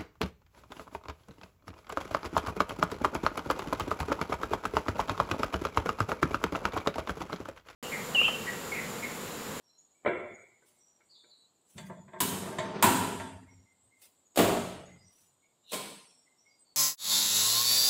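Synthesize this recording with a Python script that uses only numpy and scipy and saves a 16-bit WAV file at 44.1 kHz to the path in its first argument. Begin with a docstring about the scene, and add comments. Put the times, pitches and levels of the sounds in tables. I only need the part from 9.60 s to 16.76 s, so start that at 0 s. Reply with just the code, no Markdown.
"""A paint can clanks onto the steel plate of a shaker in a hard-walled shop. The clamp screw hums and
rasps as it is wound down, its loose handle clinks, and the clamp bangs tight. The sheet-metal door
slams, then a switch squeaks and clacks behind the machine. Each blow is a noisy clash over ringing modes.
Small birds chirp faintly outside, clothes rustle, and a noise suppressor pulls the quiet parts down."""
import sys
import numpy as np
from scipy import signal
from scipy.fft import rfft, irfft
from scipy.io import wavfile
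from scipy.ndimage import uniform_filter1d

SR = 44100
rng = np.random.default_rng(int(sys.argv[2]) if len(sys.argv) > 2 else 0)


def put_to_file(sound):
    """Save the sound as 16-bit audio at rate SR, in the file named by the first command-line argument."""
    columns = np.atleast_2d(sound).T  # one column per channel
    safe = np.clip(columns, -1, 1)
    whole_steps = np.round(safe * 32767)
    wavfile.write(sys.argv[1], SR, whole_steps.astype(np.int16))


N = 315756
TIME = np.arange(N) / SR
RING = np.arange(2 * SR) / SR  # time after a blow

# Knocks of the clamp and clacks of the switch: t/s, level/dB, thud/dB, brightness/dB
CLAMP_KNOCKS = [(2.604, -28, -2, 10.5), (2.622, -33.5, 10, 2.5), (3.2255, -14.5, -10.5, -0.5),
                (3.241, -17.5, 2, -1.5)]
SWITCH_CLACKS = [(6.119, -39, -1.5, 5), (6.131, -32, -7, 2), (6.141, -34.5, 13, 0.5)]


def amp(db):
    """Decibels to gain."""
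    return 10 ** (np.asarray(db) / 20)


def along(points, hz):
    """Read (f/Hz, value) points on a log frequency axis."""
    f, v = np.transpose(points)
    return np.interp(np.log(hz + 1), np.log(f + 1), v)


def wobble(rate, size):
    """A random curve with `rate` knots a second."""
    knots = rng.standard_normal(4096)
    return np.interp(np.arange(size) * rate / SR, np.arange(len(knots)), knots)


def swell(start_s, hold_s, attack_s, release_s):
    """Envelope that climbs 60 dB over the attack, holds from start_s and falls 60 dB over the release."""
    t = TIME - start_s
    return amp(-60 * (np.maximum(-t, 0) / attack_s + np.maximum(t - hold_s, 0) / release_s))


def add(track, s, sound):
    """Mix a sound into the track at time s."""
    part = track[round(s * SR):][:len(sound)]
    part += sound[:len(part)]


def coloured(x, spectrum, tilt=((1, 0), (2, 0)), size=8192):
    """Minimum-phase EQ: the spectrum scaled to unit energy, then tilted."""
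    hz = np.fft.rfftfreq(size, 1 / SR)
    shape = amp(along(spectrum, hz))
    gain = shape / np.sqrt(np.mean(shape ** 2) + 1e-20) * amp(along(tilt, hz))
    cepstrum = irfft(np.log(gain + 1e-6))
    fold = np.r_[1, np.full(size // 2 - 1, 2), 1, np.zeros(size // 2 - 1)]
    impulse = irfft(np.exp(rfft(cepstrum * fold)))
    return signal.fftconvolve(x, impulse)[:len(x)]


def in_shop(x, wet_db):
    """Add the reverb of the hard walls, in which each frequency dies at its own speed."""
    # Reverb decay: f/Hz, t60/s
    decay = [(80, 1.7), (220, 0.66), (560, 0.84), (1500, 0.94), (4000, 0.96), (8000, 1.02), (15000, 0.55)]
    hz, t, noise = signal.stft(rng.standard_normal(3 * SR // 2), SR, nperseg=256)
    tail = signal.istft(noise * amp(-60 * t / along(decay, hz)[:, None]), SR, nperseg=256)[1]
    tail *= 1 - np.exp(-np.arange(len(tail)) / SR / 0.0014)  # the echoes take a moment to build up
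    return x + amp(wet_db) * signal.fftconvolve(x, tail / np.linalg.norm(tail))[:len(x)]


def ring(modes, tilt, waver=0.7, scatter_db=1):
    """Clear modes, at new strengths for each blow, wavering as they fade."""
    out = np.zeros(len(RING))
    for hz, db, t60 in modes:
        level = db + along(tilt, hz) + scatter_db * rng.standard_normal() - 60 * RING / t60
        phase = 2 * np.pi * (hz * RING + rng.random()) + waver * wobble(35, len(RING))
        tremolo = 1 + waver * wobble(25, len(RING))
        attack = 1 - np.exp(-RING * hz / 2)
        out += amp(level) * tremolo * np.sin(phase) * attack
    return out


def blows(hits, colour, modes, clash_t60, ring_db, wet_db):
    """Each contact is a short clash of dense modes, echoed by the shop, over the body's clear modes."""
    track = np.zeros(N)
    for s, db, thud_db, bright_db in hits:
        # heavy contacts push more bass, hard ones reach further into the treble
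        tilt = [(170, thud_db), (400, 0.0045), (1100, 0.022), (4000, 0.77 * bright_db), (10000, bright_db)]
        burst = rng.standard_normal(len(RING)) * amp(-60 * RING / clash_t60)
        clash = in_shop(coloured(burst, colour, tilt), wet_db)
        add(track, s, amp(db) * (clash + amp(ring_db) * ring(modes, tilt)))
    return track


def air(level_db=-64):
    """Room tone: the steady hiss of the shop's air."""
    # Hiss colour: f/Hz, level/dB
    colour = [(25, -24.5), (55, -13), (110, -7), (200, -3), (650, -6), (1000, -7.5), (1600, -16.5),
              (2200, -19), (4000, -14), (6000, -24), (7500, -12), (9500, -25), (12000, -22.5),
              (15500, -30.5)]
    return coloured(rng.standard_normal(N), colour) * amp(level_db)


def chirp(length_s, hz, glide, quaver):
    """One whistled bird note; glide and quaver are fractions of its pitch."""
    size = int(length_s * SR)
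    sweep = np.linspace(hz * (1 - glide / 2), hz * (1 + glide / 2), size)
    pitch = sweep * (1 + quaver * wobble(370, size))
    return np.hanning(size) * np.sin(2 * np.pi * np.cumsum(pitch) / SR)


def birds(twitter_notes=420):
    """Four birds repeat their short calls over a far, high twitter, heard mostly through the room."""
    # Calls of each bird: t/s, f/Hz, level/dB
    tsips = [(0.17, 6860, -56), (.73, 6810, -58.5), (4.64, 6850, -60.5), (5.245, 6770, -57.5)]
    whistles = [(.005, 5646, -69.5), (.05, 4073, -68), (1.169, 5780, -66.5), (3.859, 5653, -70.5),
                (5.34, 4945, -71), (5.40, 5740, -66), (6.44, 5495, -67), (6.741, 5665, -69),
                (6.85, 4820, -71.5), (7.018, 4450, -69)]
    peeps = [(.33, 2287, -70.5), (3.86, 2155, -65.5), (4.04, 2114, -66.5), (4.3, 2109, -65.5),
             (5.27, 2080, -61), (5.81, 2214, -69.5), (6.646, 2070, -67.5), (6.839, 2148, -65.5)]
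    chirrups = [(1.48, 4467, -58.5), (1.525, 3844, -58), (1.685, 4150, -58)]
    track = np.zeros(N)
    for calls, length_s, glide, quaver in [(tsips, .045, .015, .016), (whistles, .12, .0083, .022),
                                           (peeps, .055, .056, .027), (chirrups, .07, -.18, .07)]:
        for s, hz, db in calls:
            add(track, s, amp(db) * chirp(length_s, hz, glide, quaver))
    for slot, (delay, height, faintness) in enumerate(rng.random((twitter_notes, 3))):
        note = chirp(length_s=.1, hz=6750 + 1650 * height, glide=0, quaver=.003)
        add(track, (slot + delay) / twitter_notes * N / SR, amp(-69 - 8 * faintness) * note)
    return in_shop(track, wet_db=4)


def can():
    """The paint can lands on the steel plate with a clank, then taps lightly."""
    # Contacts: t/s, level/dB, thud/dB, brightness/dB
    contacts = [(.449, -31, 3.5, -25), (.460, -17.5, -1.5, -15.5), (.475, -25.5, 15.5, -5),
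                (.742, -52, -16, -13), (1.022, -51, -9.5, -18), (1.405, -56.5, -5, 5.5),
                (1.640, -51.5, 4, -15)]
    # Clash colour: f/Hz, level/dB
    colour = [(30, -50), (90, -26), (170, -18.5), (240, -13.5), (330, -3), (600, -5.5), (1050, -16.5),
              (1550, -13.5), (1750, -13.5), (2300, -4), (2600, -29.5), (3400, -21), (4100, -32.5),
              (5000, -55.5), (16000, -70.5)]
    # Ringing modes: f/Hz, level/dB, t60/s
    modes = [(359.5, -1, 0.6), (483, -2.5, 0.3), (597, -2, 0.66), (680, -14, 0.92), (870, -13, 0.2),
             (981, -9, .45), (1270, -25, 0.71), (1350, -8, 0.62), (1514, 1.5, 0.13), (1634, -11.5, 0.54),
             (2020, -18.5, 1.3), (2165, -15, 1.4), (2228, -13.5, 1.05), (2220, -20, 0.21), (2720, -17, 0.6),
             (3460, -26.5, 1.8), (3900, -30, 0.79)]
    return blows(contacts, colour, modes, clash_t60=0.064, ring_db=-12.5, wet_db=-3)


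def clothes(crinkle_db=2):
    """Cloth brushes and crinkles with each reach or step of the worker."""
    # Brushes: t/s, length/s, level/dB
    brushes = [(1.07, 0.089, -64), (2.10, .18, -61), (4.422, .03, -59.5), (5.527, 0.16, -64),
               (6.882, .1, -81.5)]
    # Rustle colour: f/Hz, level/dB
    colour = [(200, -19.5), (3000, -1.5), (5500, -4), (8000, 1.5), (12500, -6.5), (15500, -8.5)]
    rustle = coloured(rng.standard_normal(N), colour)
    motion = sum(amp(db) * swell(s, length, attack_s=0.21, release_s=0.33) for s, length, db in brushes)
    return rustle * motion * amp(crinkle_db * wobble(90, N))


def screw(start_s=2.16, grit_db=3, coast_db_per_s=21, tighten_db_per_s=6.5):
    """The screw rubs unevenly: a fading hum while it coasts, a growing rasp once the clamp bears down."""
    # Friction colour: f/Hz, level/dB
    colour = [(30, -47.5), (95, -9.5), (140, -5.5), (188, 4), (270, -8.5), (385, 1.5), (550, -9.5),
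              (1000, -11), (1500, -17), (2500, -23.5), (6000, -32.5), (16000, -67)]
    rubbing = rng.standard_normal(N) * amp(grit_db * np.tanh(wobble(70, N)))
    coasted_s = np.maximum(TIME - start_s, 0)
    pressed_s = TIME - CLAMP_KNOCKS[0][0]
    loaded = pressed_s > 0
    hum = coloured(rubbing * ~loaded, colour, tilt=[(185, 0), (290, -15)])  # duller without load
    hum *= amp(-42 - coast_db_per_s * coasted_s)
    rasp = coloured(rubbing * loaded, colour) * amp(-43 + tighten_db_per_s * pressed_s)
    return (hum + rasp) * swell(start_s, hold_s=1.3, attack_s=0.069, release_s=.8)


def handle():
    """The loose handle clinks as the clamp is wound down."""
    # Clinks: t/s, level/dB, thud/dB, brightness/dB
    clinks = [(2.180, -46.5, 1.5, 13.5), (2.298, -39.5, -6.5, -26), (2.481, -51.5, -6.5, -3),
              (2.534, -40.5, -11, -14), (2.560, -43, -9.5, -18), (2.859, -39, 4.5, -10),
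              (2.924, -41.5, -3, -8), (2.985, -29.5, 1.5, 1.5), (3.599, -37.5, -8, 0),
              (3.871, -59.5, -1, -14)]
    # Clash colour: f/Hz, level/dB
    colour = [(30, -32.5), (160, -0.5), (270, -13), (480, -12.5), (660, 6.5), (800, -19), (1020, 0),
              (1350, -18), (1800, -4), (2800, -17.5), (3600, -13.5), (5500, -32), (7500, -16), (11000, -45),
              (15500, -47.5)]
    # Ringing modes: f/Hz, level/dB, t60/s
    modes = [(367, 1.5, 0.29), (617, 0, 0.45), (675, -5, 0.56), (900, -0.5, 0.78), (1003, -2, 0.17),
             (1360, -10.5, 0.48), (1600, -6, 0.41), (1990, -10, 0.13), (2170, -15, .45), (3550, -13, 0.34),
             (3390, -14.5, .7), (3620, -15, 0.28), (4520, -17.5, 0.37), (4680, -23.5, 1)]
    return blows(clinks, colour, modes, clash_t60=0.12, ring_db=-9, wet_db=-4)


def clamp():
    """The clamp meets the can with a double knock, then bangs tight."""
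    # Clash colour: f/Hz, level/dB
    colour = [(30, -30), (90, -9), (260, 4), (450, -13), (750, -6.5), (1000, -1), (1250, -7), (1550, -7.5),
              (2300, -13), (3000, -10), (4500, -17.5), (6300, -20.5), (7200, -12), (9500, -15),
              (10700, -19), (11400, -11.5), (12400, -24), (13700, -15.5), (15500, -14)]
    # Ringing modes: f/Hz, level/dB, t60/s
    modes = [(95.6, -8, 2.0), (189.1, -5.5, 1.5), (234, -2.5, 0.34), (262.8, -2.5, 1.5),
             (354.4, -2.5, 0.57), (398, -3, 0.75), (501, -8, 0.62), (679, -6, 0.97), (932, 2, .85),
             (971, 3, .75), (1005, 2.5, .75), (1050, -2, .5), (1340, -13, .9), (1492, -9, 0.68),
             (1592, -10, 0.79), (1642, -8.5, 0.25), (1800, -16, .4), (2930, -18, .6), (4010, -19, 1.1),
             (4113, -20.5, 0.84), (8870, -18, .6), (9300, -17.5, 0.23), (15335, -19, .5)]
    return blows(CLAMP_KNOCKS, colour, modes, clash_t60=0.11, ring_db=-15, wet_db=0)


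def door():
    """The sheet-metal door slams, rattles on its catch and rings low."""
    # Blows of door and catch: t/s, level/dB, thud/dB, brightness/dB
    hits = [(4.417, -59, -18.5, 13.5), (4.759, -36.5, -16, 7.5), (4.774, -20, -8, -0.5),
            (4.789, -19.5, 7, -2), (4.838, -25.5, -5, -3), (4.884, -28, 5, -8.5)]
    # Clash colour: f/Hz, level/dB
    colour = [(25, -36), (42, -31.5), (60, -19.5), (115, -15), (225, -7.5), (420, -3.5), (680, -5),
              (1000, -10), (1600, -18), (3600, -18.5), (6000, -29), (7200, -20.5), (10000, -26.5),
              (12500, -27.5), (15500, -24.5)]
    # Panel modes: f/Hz, level/dB, t60/s
    modes = [(60.4, -12, 0.34), (92, -24, 1.8), (134.3, -17, 1.8), (182.4, -8, 1.3), (236.8, 6, 0.51),
             (293.2, 1, 0.54), (347, 2.5, .7), (390, -5, .7), (397, 3, 0.61), (466, -1, 0.844),
             (624, -2, .75), (662, -2, .65), (1120, -16.5, .4), (1298, -7, 0.79)]
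    return blows(hits, colour, modes, clash_t60=0.2, ring_db=-15.5, wet_db=-1)


def lever(lead_s=.02, level_db=-51.5, judder_db=3):
    """Dry metal sticks and slips ever harder until the switch snaps, making the lever squeak."""
    # Narrow resonances of the lever: f/Hz, level/dB
    colour = [(200, -35), (2400, -28), (2850, -6), (3200, -14), (3750, -3), (4050, -0.5), (4600, -22),
              (7500, -18.5), (12000, -27.5)]
    push = swell(SWITCH_CLACKS[0][0] - lead_s, hold_s=lead_s, attack_s=.18, release_s=.05)
    slips = rng.standard_normal(N) * push * amp(level_db + judder_db * wobble(190, N))
    return in_shop(coloured(slips, colour), wet_db=-7)


def switch():
    """The switch snaps over behind the machine: three quick contacts make one clack."""
    # Clash colour: f/Hz, level/dB
    colour = [(30, -41), (100, -24), (180, -1.5), (300, -1.5), (430, 4), (700, -1.5), (1050, -0.5),
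              (1500, -9.5), (4000, -5.5), (5500, -14), (8300, -7), (12500, -15.5), (15500, -14)]
    # Ringing modes: f/Hz, level/dB, t60/s
    modes = [(200, -2, .6), (327, -7, .5), (410, -5, .55), (458, -7, .5), (620, -4, .5), (806, -7, .6),
             (1040, -1, .65), (2250, -10, .7), (3850, -5, .4), (8300, -9, .6)]
    return blows(SWITCH_CLACKS, colour, modes, clash_t60=0.12, ring_db=-13, wet_db=0.5)


def scene():
    """Can, clamp, door and switch in turn, over the shop's ambience, in mono."""
    impacts = can() + handle() + clamp() + door() + switch()
    friction = lever() + screw()
    ambience = birds() + air() + clothes()
    return (impacts + friction + ambience)[None]


def record(dry, margin_db=9, depth_db=12, top_hz=15620):
    """A noise suppressor ducks each band near its own noise floor; a steep low-pass cuts the top."""
    bands = signal.stft(dry, nperseg=512)[2]
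    power = uniform_filter1d(np.abs(bands) ** 2, size=3, axis=1)  # smoothed over frequency
    power = np.abs(uniform_filter1d(power, size=5, axis=2))  # and over time
    floor = np.percentile(power, 20, axis=2, keepdims=True) + 1e-20
    quiet = 1 / (1 + (power / floor / amp(margin_db) ** 2) ** 2)
    ducked = signal.istft(bands * amp(-depth_db * quiet), nperseg=512)[1][:, :N]
    low_pass = 1 / (1 + (np.fft.rfftfreq(N, 1 / SR) / top_hz) ** 200)
    return irfft(rfft(ducked) * low_pass, N)


dry = scene()
out = record(dry)
put_to_file(out)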